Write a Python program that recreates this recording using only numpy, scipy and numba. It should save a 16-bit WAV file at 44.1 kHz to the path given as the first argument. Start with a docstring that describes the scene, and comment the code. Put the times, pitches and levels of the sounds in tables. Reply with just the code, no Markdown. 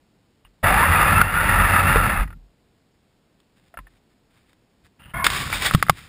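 """Toy snowcat in the snow

A small radio-controlled snowcat, heard from a camera on its deck. It drives for a second and a half:
gears whine, the cleats (ribs on the tracks) slap the wheels, and the tracks rattle the plastic body.
It rests and twitches, then creeps off while the camera case scrapes round on its mount and knocks hard.
The camera samples the sound coarsely, which makes the treble gritty."""
import sys
import numpy as np
from scipy import signal
from scipy.fft import rfft, irfft
from scipy.io import wavfile
from scipy.ndimage import uniform_filter1d
from numba import njit

SR = 44100
rng = np.random.default_rng(int(sys.argv[2]) if len(sys.argv) > 2 else 0)


def int16_out(signal):
    """Quantize to a 16-bit WAV file."""
    q = np.round(np.clip(np.atleast_2d(signal).T, -1, 1) * 32767)
    wavfile.write(sys.argv[1], SR, q.astype(np.int16))


N = 268392
TIME = np.arange(N) / SR
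ROCK_HZ, ROCK_T60_S = 43.54, .35  # the chassis on its springs; T60 is the time to fade by 60 dB

# Tone of still winter air and microphone hiss: (frequency [Hz], relative level [dB])
AIR_TONE = [(15, -38.5), (25, -9), (85, -6.5), (192, -5.5), (323, -9.5), (595, -16.5), (781, -17.5),
            (1150, -22.5), (1260, -23), (5600, -27.5), (7280, -63.5), (12300, -120)]
# Tone of the rumbling deck: (frequency [Hz], relative level [dB])
DECK_TONE = [(25, -24), (45, -4.5), (90, -2), (125, -4.5), (175, -6), (240, -12.5), (320, -19),
             (600, -46.5)]
# Tone of the plastic body: (frequency [Hz], relative level [dB])
BODY_TONE = [(180, -35.5), (320, -19), (560, -12.5), (900, -9), (1080, -9.5), (1350, -10), (1950, -8.5),
             (2300, -13), (2780, -12.5), (3050, -25.5), (3550, -19.5), (4100, -32), (4600, -27.5),
             (5600, -35.5)]
# Pitches at which the body rings: (frequency [Hz], width [Hz], relative level [dB])
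BODY_RINGS = [(575, 31, -5), (923, 83, -7), (1193, 36, -1), (1338, 140, 5.5), (1705, 120, 0.5),
              (1950, 55, -5), (2579, 29, -12)]
# Tone of scrapes, creaks and cracks: (frequency [Hz], relative level [dB])
SCRAPE_TONE = [(180, -31), (300, -9.5), (560, -9.5), (760, -8.5), (1080, -4), (1500, -1), (2300, -1),
               (3000, -5.5), (3700, -0.5), (4100, -10.5), (5000, -6), (5600, -12.5)]
# The tracks stirring faintly at rest: (time [s], length [s], level [dB])
TRACK_STIRS = [(3.56, 0.14, -69.5), (3.79, 0.19, -65.5), (4.1, 0.045, -68.5), (4.3, 0.225, -66),
               (4.84, .035, -57)]
# The motor straining without turning the tracks: (time [s], length [s], level [dB])
MOTOR_STRAINS = [(.448, 0.029, -59.5), (4.995, 0.12973, -51)]
# How hard the camera case rubs on its mount: (time [s], level [dB])
CASE_RUB = [(5.243, -16.5), (5.295, -31.5), (5.35, -21.5), (5.49, -34), (5.55, -21.5), (5.61, -27),
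            (5.665, -17), (5.74, -30.5), (5.86, -41), (6.0, -33), (6.085, -38.5)]
# The case hitting its mount: (time [s], ring [dB], favoured pitch [Hz], crack [dB], deck thump [dB])
CASE_KNOCKS = [ (3.401, -71, 2000, -52, -76), (4.53, -68.5, 2000, -49.5, -82),
               (5.2422, -26, 2900, -10.5, -53), (5.265, -4.5, 1380, -2, -32),
               (5.3009, -25, 2000, -14.5, -42), (5.473, -20.5, 1300, -42, -41), (5.5, -18, 600, -25, -49),
               (5.7096, -8.5, 1450, -32, -44), (5.737, -15, 1400, -14.5, -17), (5.7473, 1, 1196, -7.5, 6),
               (5.8256, 2.5, 1930, -7.5, -32), (5.8656, -19, 1700, -44, -60), (5.884, -12, 1500, -42, -56),
               (5.896, 16.5, 840, 5.5, 5.5)]
# Pitches at which the case rings: (frequency [Hz], time to fade by 60 dB [s], relative level [dB])
CASE_RINGS = [(456, 0.009, -4.5), (830, 0.012, -6), (1123, 0.028, -7.5), (1299, 0.016, 1),
              (1600, 0.0063, 0), (2013, 0.014, -3.5), (2600, 0.0027, -10), (3880, 0.01, -20)]
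# The tracks snapping against their wheels: (time [s], level [dB], ring pitch [Hz], rocking [dB])
TRACK_SNAPS = [(.449, -42.5, 2860, -48), (1.214, 4.5, 1428, -35), (1.958, -6, 457, -13),
               (2.276, -34.5, 1900, -42), (2.304, -35, 1410, -51), (2.327, -34.5, 1370, -46),
               (3.7405, -34, 686, -67.5), (3.772, -25.5, 1343, -42), (3.788, -27, 1027, -36),
               (3.869, -39.5, 1790, -75), (5.057, -40.5, 2750, -60), (5.527, -12.5, 2286, -48)]
# Bursts of throttle: (start [s], rise [s], easing from [s], stop [s], easing rate [dB/s],
# rattle [dB], whine [dB], deck rumble [dB], rocking [dB])
THROTTLE_BURSTS = [(0.628, .014, 1.874, 2.232, 30, -17, -20.5, -22, -28.5),
                   (5.135, 0.0053, 5.22, 5.74, 47, -36.5, -28, -34, -39)]
# How often gear teeth meet in the first run, following track speed: (time [s], tooth rate [Hz])
GEAR_SPEED = [(.63, 640), (.745, 800), (.8, 912), (.88, 1228), (1.02, 1212), (1.22, 1352), (1.42, 1448),
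              (1.62, 1337), (1.81, 1295), (1.9, 1410), (2.24, 1263)]
# Tones of the gears: (pitch [multiple of the tooth rate], relative level [dB])
GEAR_TONES = [(.62, -11), (0.99, 0.93), (0.93, -10), (4 / 3, -7.5), (1.6, -8.5), (2, -1.7), (3, -0.84)]


def undb(db):
    """Turn decibels into a gain to multiply by."""
    return 10 ** (np.asarray(db) / 20)


def unit(x):
    """Scale a signal to an average (rms) level of 1."""
    return x / np.sqrt(np.mean(x ** 2))


def curve(rows):
    """Join (time, value) points with straight lines."""
    return np.interp(TIME, *np.transpose(rows))


def colour(x, tone):
    """Give a sound the tone in a table, at an average level of 1."""
    hz, db = np.transpose(tone)
    log_hz = np.log(np.fft.rfftfreq(N, 1 / SR) + 1)
    log_gain = np.log(undb(np.interp(log_hz, np.log(hz), db)))
    cepstrum = irfft(log_gain, N)
    cepstrum[N // 2:] = 0  # so the filter rings after each click, never before
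    return unit(irfft(rfft(x) * np.exp(2 * rfft(cepstrum)), N))


def resonate(x, hz, width_hz):
    """Keep a narrow band of sound around one pitch."""
    return signal.lfilter(*signal.iirpeak(hz, hz / width_hz, fs=SR), x)


def ring(t, hz, t60):
    """A struck tone that fades by 60 dB in t60 seconds."""
    return np.sin(2 * np.pi * hz * t) * np.exp(-np.log(1000) * t / t60)


def wander(per_s):
    """A random drift around zero, roughly 1 either way."""
    points = rng.standard_normal(8192)
    return np.interp(TIME * per_s, np.arange(len(points)), points)


def clicks(per_s, spread_db):
    """Tiny random impacts of uneven size."""
    hits = (rng.random(N) < per_s / SR) * rng.choice([-1, 1], N)
    return unit(hits * undb(spread_db * rng.standard_normal(N)))


def bursts(rows):
    """A gain that turns on softly for each (time, length, level) row."""
    gates = sum(undb(db) * (TIME > start) * (TIME < start + length) for start, length, db in rows)
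    return uniform_filter1d(gates, size=700)


def envelope(start, rise_s, stop, fall_db_per_s):
    """A gain that rises, holds, then fades."""
    return np.clip((TIME - start) / rise_s, 0, 1) * undb(-fall_db_per_s * np.maximum(TIME - stop, 0))


def add(out, time_s, sound):
    """Mix a sound in at the given time."""
    start = int(time_s * SR)
    out[start:start + len(sound)] += sound[:N - start]


@njit
def follow_peaks(x, attack, release):
    """Follow a sound's level: quick to rise, slow to fall."""
    out, level = np.empty(len(x)), 0.
    for i in range(len(x)):
        level += (abs(x[i]) - level) * (attack if abs(x[i]) > level else release)
        out[i] = level
    return out


def plastic_body(force, rings_db=-2):
    """The shaken shell sounds over a wide range, with a few pitches standing out."""
    broad = colour(force, BODY_TONE)
    rings = sum(undb(db) * resonate(broad, hz, width) for hz, width, db in BODY_RINGS)
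    return unit(broad + undb(rings_db) * unit(rings))


def winter_air(level_db=-63):
    """Still air and microphone hiss make a faint, steady noise."""
    return undb(level_db) * colour(rng.standard_normal(N), AIR_TONE)


def resting_stirs(buzz_hz=2850, width_hz=450):
    """At rest the tracks creak in the snow, and the barely powered motor buzzes and chatters."""
    deck = undb(-1) * colour(clicks(600, 4), DECK_TONE)
    creak = colour(clicks(1200, 2.45) * undb(3.9 * wander(40)), SCRAPE_TONE)
    ticks = resonate(clicks(1500, 6.6), buzz_hz, width_hz)
    buzz = undb(-3.5) * unit(resonate(ticks, buzz_hz, width_hz))
    chatter = undb(-3) * plastic_body(clicks(1500, 2.8))
    return (creak + deck) * bursts(TRACK_STIRS) + (buzz + chatter + deck) * bursts(MOTOR_STRAINS)


def case_scrape(patchy_db=2.54, rumble_db=-36):
    """The camera case sticks and slips on its mount, and the deck rumbles under it."""
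    start = CASE_RUB[0][0]
    slips = clicks(9000, 3) * undb(patchy_db * wander(59))
    scrape = colour(slips, SCRAPE_TONE) * undb(curve(CASE_RUB)) * (TIME > start)
    rumble = undb(rumble_db) * colour(clicks(900, 2.1), DECK_TONE)
    return scrape + rumble * envelope(start, rise_s=.014, stop=5.88, fall_db_per_s=35)


def case_knocks(focus_db_per_octave=6, detune=.032, crack_s=.0035, contact_s=.00044):
    """Each blow cracks, thumps the deck and rings the case; where it lands favours some pitches."""
    out, t = np.zeros(N), TIME[:SR // 2]
    shudder = colour(rng.standard_normal(N), DECK_TONE)[:len(t)] * np.exp(-t / .041)
    thump = ring(t, hz=152.6, t60=.045) + undb(-24) * shudder
    grit = colour(rng.standard_normal(N), SCRAPE_TONE)
    for time_s, ring_db, favoured_hz, crack_db, thump_db in CASE_KNOCKS:
        case = 0
        for k, (hz, t60, db) in enumerate(CASE_RINGS):
            weight = undb(db - focus_db_per_octave * abs(np.log2(hz / favoured_hz)))
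            detuned_hz = hz * (1 + detune * rng.standard_normal())
            case += (-1) ** k * weight * ring(t, detuned_hz, t60)
        crack = np.roll(grit, -int(time_s * SR))[:len(t)] * np.exp(-t / crack_s)
        blow = undb(ring_db) * case / np.abs(case).max() + undb(crack_db) * crack - undb(thump_db) * thump
        add(out, time_s, blow * (1 - np.exp(-t / contact_s)))
    return out


def throttle(coast_s=.088, coast_db=-28, cut_db_per_s=1100, surge_db=1.21):
    """Gains for rattle, whine, rumble and rocking as the motor pulls, eases off and stops."""
    gains = 0
    for start, rise_s, ease_from, stop, ease_db_per_s, *levels_db in THROTTLE_BURSTS:
        eased_db = -ease_db_per_s * np.maximum(TIME - ease_from, 0)
        coast = undb(coast_db) * envelope(start, rise_s, stop + coast_s, cut_db_per_s)
        tracks = (envelope(start, rise_s, stop, cut_db_per_s) + coast) * undb(eased_db)
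        # the deck and chassis settle more slowly than the tracks
        deck = envelope(start, rise_s, stop, fall_db_per_s=156) * undb(.47 * eased_db)
        rock = envelope(start, rise_s, stop, fall_db_per_s=125)
        gains += undb(levels_db)[:, None] * np.array([tracks, tracks, deck, rock])
    return gains * undb(surge_db * wander(16))  # uneven snow varies the load


def chassis_rock(gain, lumps_db=4, lurch_db=7, brake_at_s=2.21, lurch_width_s=.03984):
    """Lumps in the snow keep the chassis rocking on its springs; it lurches as it brakes."""
    cycles = ROCK_HZ * TIME + .22 * wander(14)
    rock = unit(np.sin(2 * np.pi * cycles) * undb(lumps_db * wander(14)))
    lurch = np.exp(-((TIME - brake_at_s) / lurch_width_s) ** 2)
    return rock * gain * undb(lurch_db * lurch)


def track_snaps(onset_s=.00041, decay_s=.0052):
    """A snapping track rattles the body, rings one panel, shakes the deck and rocks the chassis."""
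    out, t = np.zeros(N), TIME[:SR // 2]
    rattle = undb(-6) * plastic_body(rng.standard_normal(N))
    deck = undb(-9) * colour(rng.standard_normal(N), DECK_TONE)[:len(t)] * np.exp(-t / .03)
    rocking = deck - ring(t, ROCK_HZ, ROCK_T60_S)
    onset = 1 - np.exp(-t / onset_s)  # each snap starts with a slightly softened edge
    for time_s, db, hz, rock_db in TRACK_SNAPS:
        burst = np.roll(rattle, -int(time_s * SR))[:len(t)] * np.exp(-t / decay_s)
        panel = undb(-2) * ring(t, hz, t60=1.1 * np.log(1000) * decay_s)
        add(out, time_s, undb(db) * onset * (burst + panel) + undb(rock_db) * rocking)
    return out


def level_dip(start_s=1.225, drop_db=5, recover_s=.15):
    """The driving sound ducks after the hardest snap as the camera turns itself down, then recovers."""
    return undb(-drop_db * (TIME > start_s) * np.exp(-np.abs(TIME - start_s) / recover_s))


def gear_whine(teeth, slap, shake=.34, waver_db=4, grit=.8, gearbox_hz=2600):
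    """Gear tones waver with their load, roughened by loose teeth and shaken by the cleats."""
    tones = 0
    for multiple, db in GEAR_TONES:
        tone = np.sin(2 * np.pi * (multiple * teeth + .1 * wander(170)))
        tones += undb(db + waver_db * wander(30)) * tone * (1 + grit * wander(240))
    gearbox = signal.butter(6, gearbox_hz, fs=SR, output="sos")  # the closed box muffles high tones
    muffled = signal.sosfilt(gearbox, tones * (1 + shake * slap))
    whine = colour(muffled, BODY_TONE)
    return whine / np.sqrt(uniform_filter1d(whine ** 2, size=8000))  # even out slow level changes


def drive(rattle_gain, whine_gain, rumble_gain, creep_from_s=5, creep_hz=1084, teeth_per_cleat=14.6):
    """Gears whine; each cleat slaps a wheel, shaking the deck and rattling the loose track."""
    tooth_hz = np.where(TIME < creep_from_s, curve(GEAR_SPEED), creep_hz * (1 + .04 * wander(18)))
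    flutter = 1 + .016 * wander(130)
    teeth = np.cumsum(tooth_hz * flutter) / SR  # how many teeth have met so far
    cleats = teeth / teeth_per_cleat
    slap = np.exp(-(cleats % 1)) * undb(2.6 * wander(90))
    rattle = plastic_body(clicks(4500, 3.3) * (1 + slap))
    hum = undb(-5) * unit(np.sin(2 * np.pi * cleats) * undb(6.2 * wander(12)))
    deck = colour(clicks(900, 1.7), DECK_TONE)
    rumble = unit((deck + hum) * undb(2 * wander(17)))
    whine = gear_whine(teeth, slap) * (tooth_hz / 1300) ** .45  # louder with speed
    return level_dip() * (whine * whine_gain + rattle * rattle_gain + rumble * rumble_gain)


def scene():
    """The snowcat and the camera case on a quiet snowfield, in one channel."""
    air = winter_air()
    rattle_gain, whine_gain, rumble_gain, rock_gain = throttle()
    driving = drive(rattle_gain, whine_gain, rumble_gain)
    snowcat = driving + chassis_rock(rock_gain) + resting_stirs() + track_snaps()
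    return (air + case_scrape() + case_knocks() + snowcat)[None]


def record(dry, ceiling=.35, attack_s=.005, release_s=.32, camera_hz=12000):
    """The camera turns itself down after hard blows, and its coarse samples add a gritty treble."""
    peaks = follow_peaks(dry[0], 1 / (attack_s * SR), 1 / (release_s * SR))
    limited = np.clip(dry * ceiling / np.maximum(peaks, ceiling), -1, 1)
    dulled = signal.sosfilt(signal.butter(12, 5650, fs=SR, output="sos"), limited)
    coarse = np.clip(signal.resample_poly(dulled, camera_hz, SR, axis=1), -.9, .9)
    # holding each sample makes steps, which mirror the sound up into the treble
    held = signal.resample_poly(np.repeat(coarse, 4, axis=1), SR, 4 * camera_hz, axis=1)[:, :N]
    top_cut = signal.ellip(8, .1, 60, 15400, fs=SR, output="sos")
    return signal.sosfiltfilt(top_cut, held)


dry = scene()
out = record(dry)
int16_out(out)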